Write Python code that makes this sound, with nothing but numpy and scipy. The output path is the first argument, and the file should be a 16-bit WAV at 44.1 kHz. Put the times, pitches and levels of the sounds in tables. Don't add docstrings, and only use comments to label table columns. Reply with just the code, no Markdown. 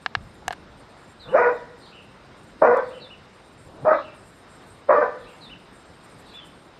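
import sys
import numpy as np
from scipy import signal
from scipy.fft import rfft, irfft, next_fast_len
from scipy.io import wavfile
from scipy.ndimage import uniform_filter1d, map_coordinates

SR = 44100
rng = np.random.default_rng(int(sys.argv[2]) if len(sys.argv) > 2 else 0)


def rack_gain(trim_db):
    fader = np.asarray(trim_db, float)
    return 10 ** (fader / 20)


def pcm_store(signal):
    levels = np.round(np.clip(np.atleast_2d(signal), -1, 1) * 32767)
    wavfile.write(sys.argv[1], SR, levels.astype(np.int16).T)


N = 299698
T = np.arange(N) / SR

# full_voice_s, first_register_hz, second_register_hz, half_pitch_share (0-1), roughness (0-1)
BARK_VOICES = [
    (1.345, 604.5, 486.7, 0.14, .26),
    (2.62, 599.7, 495.4, 0.36, 0.37),
    (3.855, 600, 649.4, 0.56, 0.37),
    (4.89, 596.7, 505, 0.4, 0.29),
]


def unit(x):
    return x / np.sqrt(np.mean(np.abs(x) ** 2) + 1e-20)


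def along(points, hz):
    point_hz, value = np.transpose(points)
    return np.interp(np.log(hz + 1), np.log(point_hz + 1), value)


def curves(rows, t=T):
    s, *columns = np.transpose(rows)
    return [np.interp(t, s, column) for column in columns]


def wobble(rate_hz, size=N):
    knots = rng.standard_normal(int(size * rate_hz / SR) + 4)
    return map_coordinates(knots, [np.arange(size) * rate_hz / SR])


def filtered(x, response):
    m = next_fast_len(len(x) + SR // 4)
    return irfft(rfft(x, m) * response(np.fft.rfftfreq(m, 1 / SR)), m)[:len(x)]


def resonances(modes, f):
    total = 0
    for k, (center_hz, width_hz, db) in enumerate(modes):
        damping = 1j * f * width_hz
        total = total + (-1) ** k * rack_gain(db) * damping / (center_hz ** 2 - f * f + damping)
    return total


def steep(f, low_hz, high_hz):
    return 1 / np.sqrt((1 + (low_hz / (f + 1)) ** 8) * (1 + (f / high_hz) ** 8))


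def noise(response, patchy_db, size=N):
    z = signal.stft(rng.standard_normal(size + 512), nperseg=512)[2]
    field = uniform_filter1d(rng.standard_normal(z.shape), 6, 0)
    field = uniform_filter1d(field, 10, 1)
    patchy = signal.istft(z * rack_gain(patchy_db * unit(field)), nperseg=512)[1][:size]
    return unit(filtered(patchy, response))


def add(track, s, x):
    part = track[round(s * SR):][:len(x)]
    part += x[:len(part)]


def terrace(x, early_db, tail_db):
    # delay_s, level_db
    wall_echoes = [(.007, -18.5), (.013, -2.5), (.022, -7), (.037, -4), (.058, -10.5), (.092, -29.5),
                   (.17, -24.5), (.265, -32)]
    # frequency_hz, t60_s
    decay_times = [(200, 0.76), (500, 0.69), (1000, 0.51), (2000, 0.77), (6000, 0.18)]
    hz, t, z = signal.stft(rng.standard_normal(SR), SR, nperseg=256)
    decay_db = -60 * t / along(decay_times, hz)[:, None]
    answer = signal.istft(z * rack_gain(decay_db), SR, nperseg=256)[1][:SR]
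    answer = rack_gain(tail_db) * answer / np.linalg.norm(answer)
    answer[0] = 1
    for delay_s, db in wall_echoes:
        answer[round(delay_s * SR)] += rack_gain(db + early_db)
    return signal.fftconvolve(x, answer)


def fold_registers(voice, flips, t):
    start_s, first_hz, second_hz, half, rough = voice
    flip_s, settle_s, onset_rough = 0.013, 0.031, 0.3
    first_pitch = first_hz * np.clip(1 - 0.06 * np.exp((start_s - t) / 0.015), 0.4, 1)
    second_pitch = second_hz * np.clip(1 - 0.35 * np.exp((start_s - t) / 0.022), 0.4, 1)
    surge_share, surge_after_s, surge_s = 0.0997, 0.0204, 0.01202
    first_pitch = first_pitch * (1 + surge_share * np.exp(-((t - start_s - surge_after_s) / surge_s) ** 2))
    first = np.full(len(t), 0.993)
    for s, share in flips:
        first = first + (share - first) * np.clip((t - s) / flip_s + 0.5, 0, 1)
    first = np.clip(first, 0, 1)
    second = np.sqrt(1 - first ** 2)
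    rough = rough + onset_rough * np.exp(-np.maximum(t - start_s, 0) / settle_s)
    return [(first_pitch, first), (second_pitch, second)], half, rough


def dog():
    # time_s, level_db, mouth_opening_db
    bark_shapes = [
        [(1.24, -56, -3), (1.32, -40, -9), (1.35, -9.5, -13), (1.385, -17, 5.5), (1.41, -12, -8),
         (1.44, -20.5, 10.5), (1.47, -14.5, -2.5), (1.53, -25, -5.5), (1.56, -33.5, -30)],
        [(2.612, -51.5, -11), (2.622, -10, -10), (2.636, -12, -8), (2.665, -17, 6.5), (2.69, -12, -15),
         (2.72, -19, -3), (2.75, -14.5, -8.5), (2.81, -22.5, -12), (2.86, -54.5, -13)],
        [(3.842, -52, 0), (3.852, -21.5, -18), (3.89, -11, -8), (3.905, -26.5, 4), (3.918, -13, -6),
         (3.942, -25.5, 9.5), (3.96, -22, -14), (4.0, -36.5, 10), (4.04, -59.5, -8)],
        [(4.884, -37, -9), (4.895, -9.5, -12.5), (4.925, -18, 13), (4.945, -13, -5), (4.968, -22, 11),
         (4.985, -12.5, -7), (5.005, -23.5, -4), (5.03, -15.5, -1.5), (5.13, -45.5, -8)],
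    ]
    # time_s, share left to the first register (0-1)
    register_flips = [
        [(1.391, 0.16)],
        [(2.652, 0.23)],
        [(3.9, 0.44), (3.95, 0.81)],
        [(4.92, .5), (4.945, 0.97), (5.015, 0.39)],
    ]
    yard_tail_db = [-16.5, -15, -28, -13.5]
    # frequency_hz, width_hz, level_db
    throat_modes = [(530.5, 173, 1.5), (1108, 470, -1), (1467, 410, -3.5), (1874, 168, -10),
                    (2330, 160, -16.5), (5540, 2800, -39)]
    jaw_db, jaw_s = -15.5, 0.024
    slack_s = 0.051
    drift = 0.014
    out = np.zeros(N)
    throat = lambda f: np.abs(resonances(throat_modes, f)) * steep(f, 300, 9000)
    k = np.arange(1, 13)[:, None]
    for rows, voice, flips, yard_db in zip(bark_shapes, BARK_VOICES, register_flips, yard_tail_db):
        t = np.arange(rows[0][0], rows[-1][0], 1 / SR)
        size = len(t)
        level_db, open_db = curves(rows, t)
        registers, half, rough = fold_registers(voice, flips, t)
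        share = np.clip(rough, 0, 1)
        rasp = np.clip(1.7 * rough, 0, 0.9)
        low = noise(lambda f: throat(f) * steep(f, 380, 900), 2, size=size)
        high = noise(lambda f: throat(f) * steep(f, 800, 9000), 4.9, size=size)
        since_s = np.maximum(t - voice[0], 0)
        late_db = jaw_db * np.exp(-since_s / jaw_s)
        slack = np.where(k == 1, 1 - np.exp(-since_s / slack_s), 1)
        flutter = np.array([wobble(70.9, size=size) for _ in k])
        flutter_db = np.where(k == 2, 4, 12) * rough * flutter
        bark = 0
        for hz, gain in registers:
            jitter = 0.0796 * rough * wobble(149.5, size=size) + drift * wobble(30.13, size=size)
            phase = np.cumsum(np.pi * hz * (1 + jitter) / SR)
            lines = throat(k * hz / 2) * np.where(k % 2, half, 1) * slack
            lines = lines * rack_gain(open_db * (k > 2) + late_db * (k > 4))
            total = np.sqrt(np.sum(lines ** 2, 0) / 2)
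            upper = np.sqrt(np.sum(lines[2:] ** 2, 0) / 2) / total
            lines = lines / total * np.sqrt(1 - np.where(k > 2, rasp, share) ** 2)
            voiced = np.sum(lines * rack_gain(flutter_db) * np.sin(k * phase), 0)
            breath = 0.87 * share * low + rasp * upper * high
            breath = breath * (1 + 0.58 * np.cos(2 * phase))
            bark = bark + gain * voiced + gain ** 2 * breath
        add(out, t[0], terrace(rack_gain(level_db) * bark, early_db=-7, tail_db=yard_db))

    def head_shade(f):
        return steep(f, 220, 20000) * steep(f, 20, 2650) ** 4 + rack_gain(-7) * steep(f, 4500, 5800) ** 2

    return filtered(out, head_shade)


def growl():
    # start_s, length_s, from_hz, to_hz, level_db
    chest_tones = [
        (1.24, .11, 94.8, 237, -39.5),
        (3.79, 0.0824, 91, 230, -38),
    ]
    out = np.zeros(N)
    for s, length_s, from_hz, to_hz, db in chest_tones:
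        u = np.linspace(0, 1, int(length_s * SR))
        hz = from_hz * (to_hz / from_hz) ** u * (1 + 0.088 * wobble(80, size=len(u)))
        phase = np.cumsum(2 * np.pi * hz / SR)
        swell = rack_gain(db + 3 * wobble(60, size=len(u))) * np.sin(np.pi * u ** 1.7)
        add(out, s, swell * (np.sin(phase) + 0.4 * np.sin(2 * phase)))
    return out


def camera_clicks():
    # start_s, peak_db, snap_db, hollow_db
    contacts = [
        (0.06, -4, -44, -16),
        (0.15, -2, -38, -18),
        (0.479, -8, -14, -2.5),
        (0.506, -16, -33, 2),
        (0.512, -29, -21, 4),
        (0.517, -30, -24.5, -13),
        (0.524, -24.5, -9.5, -33),
        (0.526, -24, -21.5, -5),
        (0.528, -17, -24.5, -31),
        (0.533, -29, -16, -13),
    ]
    # frequency_hz, width_hz, level_db
    body_modes = [(740, 110, 2), (1000, 900, -1), (1720, 450, 7), (2700, 1000, -2), (3700, 800, 0),
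                  (5200, 2000, -8)]
    blows, hollow, snaps = np.zeros((3, N))
    push = -np.hanning(11) / 6
    for s, db, snap_db, hollow_db in contacts:
        add(blows, s + 0.00155, rack_gain(db + 19.5) * push)
        add(hollow, s + 0.00118, rack_gain(db + hollow_db + 33) * push)
        snap = rack_gain(db + snap_db + 3.5 - 60 * T[:400] / 0.0084) * rng.standard_normal(400)
        add(snaps, s + 0.0014, snap)
    add(snaps, 2.772, rack_gain([-23]))
    ring = filtered(blows, lambda f: resonances(body_modes[1:], f) / (1 + (f / 9000) ** 4))
    ring = ring + filtered(hollow, lambda f: resonances(body_modes[:1], f))
    rattle = rack_gain(-22.5 - 60 * T[:1500] / 0.018) * rng.standard_normal(1500)
    ring = ring + signal.fftconvolve(ring, rattle)[:N]
    return ring + filtered(snaps, lambda f: steep(f, 2400, 10000))


def hand():
    # peak_s, rise_s, fade_s (both per 20 dB), rumble_db, rub_db
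    grips = [
        (.172, .012, 0.23, -39.5, -73),
        (.424, .005, 0.02, -56, -42),
        (.49, 0.041, 0.02, -39.5, -43.5),
        (.62, 0.062, 0.4, -49.5, -71),
        (1.27, .06, 0.5, -50, -51.5),
        (1.346, 0.058, 0.04, -47.5, -46),
        (3.67, .07, 0.3, -49.5, -47.5),
        (3.78, 0.069, 0.2, -62, -43),
        (3.85, 0.075, .06, -48, -45.5),
    ]
    out = np.zeros(N)
    for s, rise_s, fade_s, rumble_db, rub_db in grips:
        t = np.arange(s - rise_s, s + 2 * fade_s, 1 / SR)
        grip_db = -20 * np.maximum((s - t) / rise_s, (t - s) / fade_s)
        rumble = noise(lambda f: steep(f, 25, 180), 0.82, size=len(t))
        rub = noise(lambda f: steep(f, 220, 830), 3, size=len(t))
        add(out, t[0], rack_gain(rumble_db + grip_db) * rumble)
        add(out, t[0], rack_gain(rub_db + grip_db) * rub)
    return out


def electronics_whine():
    # frequency_hz, level_db
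    tones = [(7472, -88), (8021, -92), (11590, -101)]
    return sum(rack_gain(db + 4 + 3 * wobble(4)) * np.sin(2 * np.pi * hz * T) for hz, db in tones)


def whistles(notes, blur, early_db, tail_db):
    out = np.zeros(N)
    for s, length_s, start_hz, middle_hz, end_hz, db in notes:
        u = np.linspace(0, 1, int(length_s * SR))
        hz = start_hz * (2 * u - 1) * (u - 1) + middle_hz * 4 * u * (1 - u) + end_hz * u * (2 * u - 1)
        hz = hz * (1 + blur * wobble(250, size=len(u)))
        swell = np.sin(np.pi * u) ** 0.22 * rack_gain(db + 6 + 2.1 * wobble(111, size=len(u)))
        note = swell * np.sin(np.cumsum(2 * np.pi * hz / SR))
        add(out, s, terrace(note, early_db, tail_db))
    return out


def two_note_calls(calls, fall, arch, twin_db):
    twin, twin_after_s = (4750, 4280, 3980, 0.039), 0.0087
    notes = []
    for s, gap_s, tune, fall_db, arch_db in calls:
        parts = [(0, fall, fall_db), (twin_after_s, twin, fall_db + twin_db), (gap_s, arch, arch_db)]
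        for after_s, note, db in parts:
            notes.append((s + after_s, note[3], *(tune * np.array(note[:3])), db))
    return notes


def near_birds():
    # start_s, arch_after_s, pitch_factor, fall_db, arch_db
    calls = [
        (1.195, 0.085, .99, -52, -51),
        (3.0, 0.099, 0.99, -51.5, -50),
        (5.408, .088, 1.0, -52, -48.5),
    ]
    # start_s, length_s, pitch_hz, level_db
    single_notes = [
        (1.544, .06, 3700, -65),
        (2.776, 0.025, 3430, -58.5),
        (6.338, .07, 3450, -48),
        (6.4, 0.048, 3107, -52.5),
    ]
    fall, arch = (4250, 3820, 3480, 0.072), (2480, 3000, 2480, 0.047)
    droop = np.array((0.97, 1.02, 0.93))
    notes = two_note_calls(calls, fall, arch, twin_db=-3)
    notes += [(s, length_s, *(hz * droop), db) for s, length_s, hz, db in single_notes]
    return whistles(notes, blur=0.014, early_db=-8, tail_db=-10)


def far_bird():
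    # start_s, arch_after_s, pitch_factor, fall_db, arch_db
    calls = [
        (1.8, .12, 1.02, -61.5, -58),
        (2.82, .085, 1.03, -66, -59),
        (3.92, .085, 0.97, -63, -60),
        (5.18, .075, .95, -66.5, -60),
        (6.25, .065, .96, -61, -62.5),
    ]
    fall, arch = (4300, 3950, 4100, 0.1), (2680, 2850, 2580, 0.09)
    return whistles(two_note_calls(calls, fall, arch, twin_db=-12), blur=0.08, early_db=-2, tail_db=-2)


def insects():
    # start_s, length_s, level_db
    wing_bursts = [(.02, 0.044, -67), (.228, 0.17, -71.5), (0.778, 0.031, -68.5), (0.887, .033, -76),
                   (0.974, .073, -68.5), (1.08, 0.046, -66), (1.192, 0.05, -73), (1.304, .07, -66.5),
                   (1.522, 0.046, -71.5), (1.772, 0.05, -69), (1.857, .054, -69.5), (2.023, .046, -73),
                   (2.38, 0.065, -67), (2.475, 0.039, -66), (2.602, 0.03, -68), (2.85, .16, -70),
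                   (3.338, 0.066, -75), (3.453, 0.089, -71), (3.581, 0.1, -63.5), (3.705, 0.21, -69),
                   (4.148, 0.28, -66), (4.478, 0.33, -65.5), (5.195, 0.3, -67.5), (5.586, .065, -71),
                   (5.733, 0.096, -66.5), (5.853, .2, -74), (6.051, .19, -64.5), (6.265, 0.11, -66.5),
                   (6.451, 0.029, -62), (6.496, 0.19, -69)]
    # frequency_hz, width_hz, level_db
    wing_modes = [(7380, 310, 0), (8496, 310, 4.5), (9300, 1300, -5), (10020, 200, -7), (11600, 1100, -15)]
    dip_db, dip_s, ramp_s = -9, 0.09, 0.015
    bursts = np.full(N, rack_gain(-74))
    for s, length_s, db in wing_bursts:
        whole_s = length_s + 2 * ramp_s
        add(bursts, s - ramp_s, rack_gain(db - 3) * signal.windows.tukey(int(whole_s * SR), 0.04 / whole_s))
    quiet_db = sum(dip_db * np.exp(-((T - s - dip_s) / dip_s) ** 4) for s, *_ in BARK_VOICES)
    hiss = noise(lambda f: resonances(wing_modes, f) * steep(f, 4500, 14000), patchy_db=3.5)
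    return bursts * rack_gain(quiet_db + 2 * wobble(43)) * hiss


def town():
    # frequency_hz, level_db (per Hz)
    hum_spectrum = [(18, -15), (50, 0), (170, 2.5), (450, -1.5), (1400, -5.5), (3820, -20), (6300, -30.5),
                    (8800, -44.5)]
    # frequency_hz, width_hz, level_db
    street_bands = [(3750, 250, 0), (5100, 400, 3), (6800, 200, -3)]
    town_db, wash_db, wash_after_s, wash_s = -52, 2.5, 0.12, 0.14

    def hum(f):
        return rack_gain(along(hum_spectrum, f)) * steep(f, 22, 12000) * (1 + np.abs(resonances(street_bands, f)))

    lift_db = sum(wash_db * np.exp(-((T - s - wash_after_s) / wash_s) ** 2) for s, *_ in BARK_VOICES)
    return rack_gain(town_db + lift_db + 3 + 0.6 * wobble(6)) * noise(hum, 1.2)


def scene():
    animals = dog() + growl() + near_birds() + far_bird() + insects()
    camera = camera_clicks() + hand() + electronics_whine()
    return (animals + camera + town())[None]


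def top_cut(x):
    return signal.sosfilt(signal.butter(12, 12820, fs=SR, output="sos"), x)


def record(dry):
    ceiling = 1.1
    limited = dry / (1 + np.abs(dry / ceiling) ** 6) ** (1 / 6)
    return top_cut(limited)


dry = scene()
out = record(dry)
pcm_store(out)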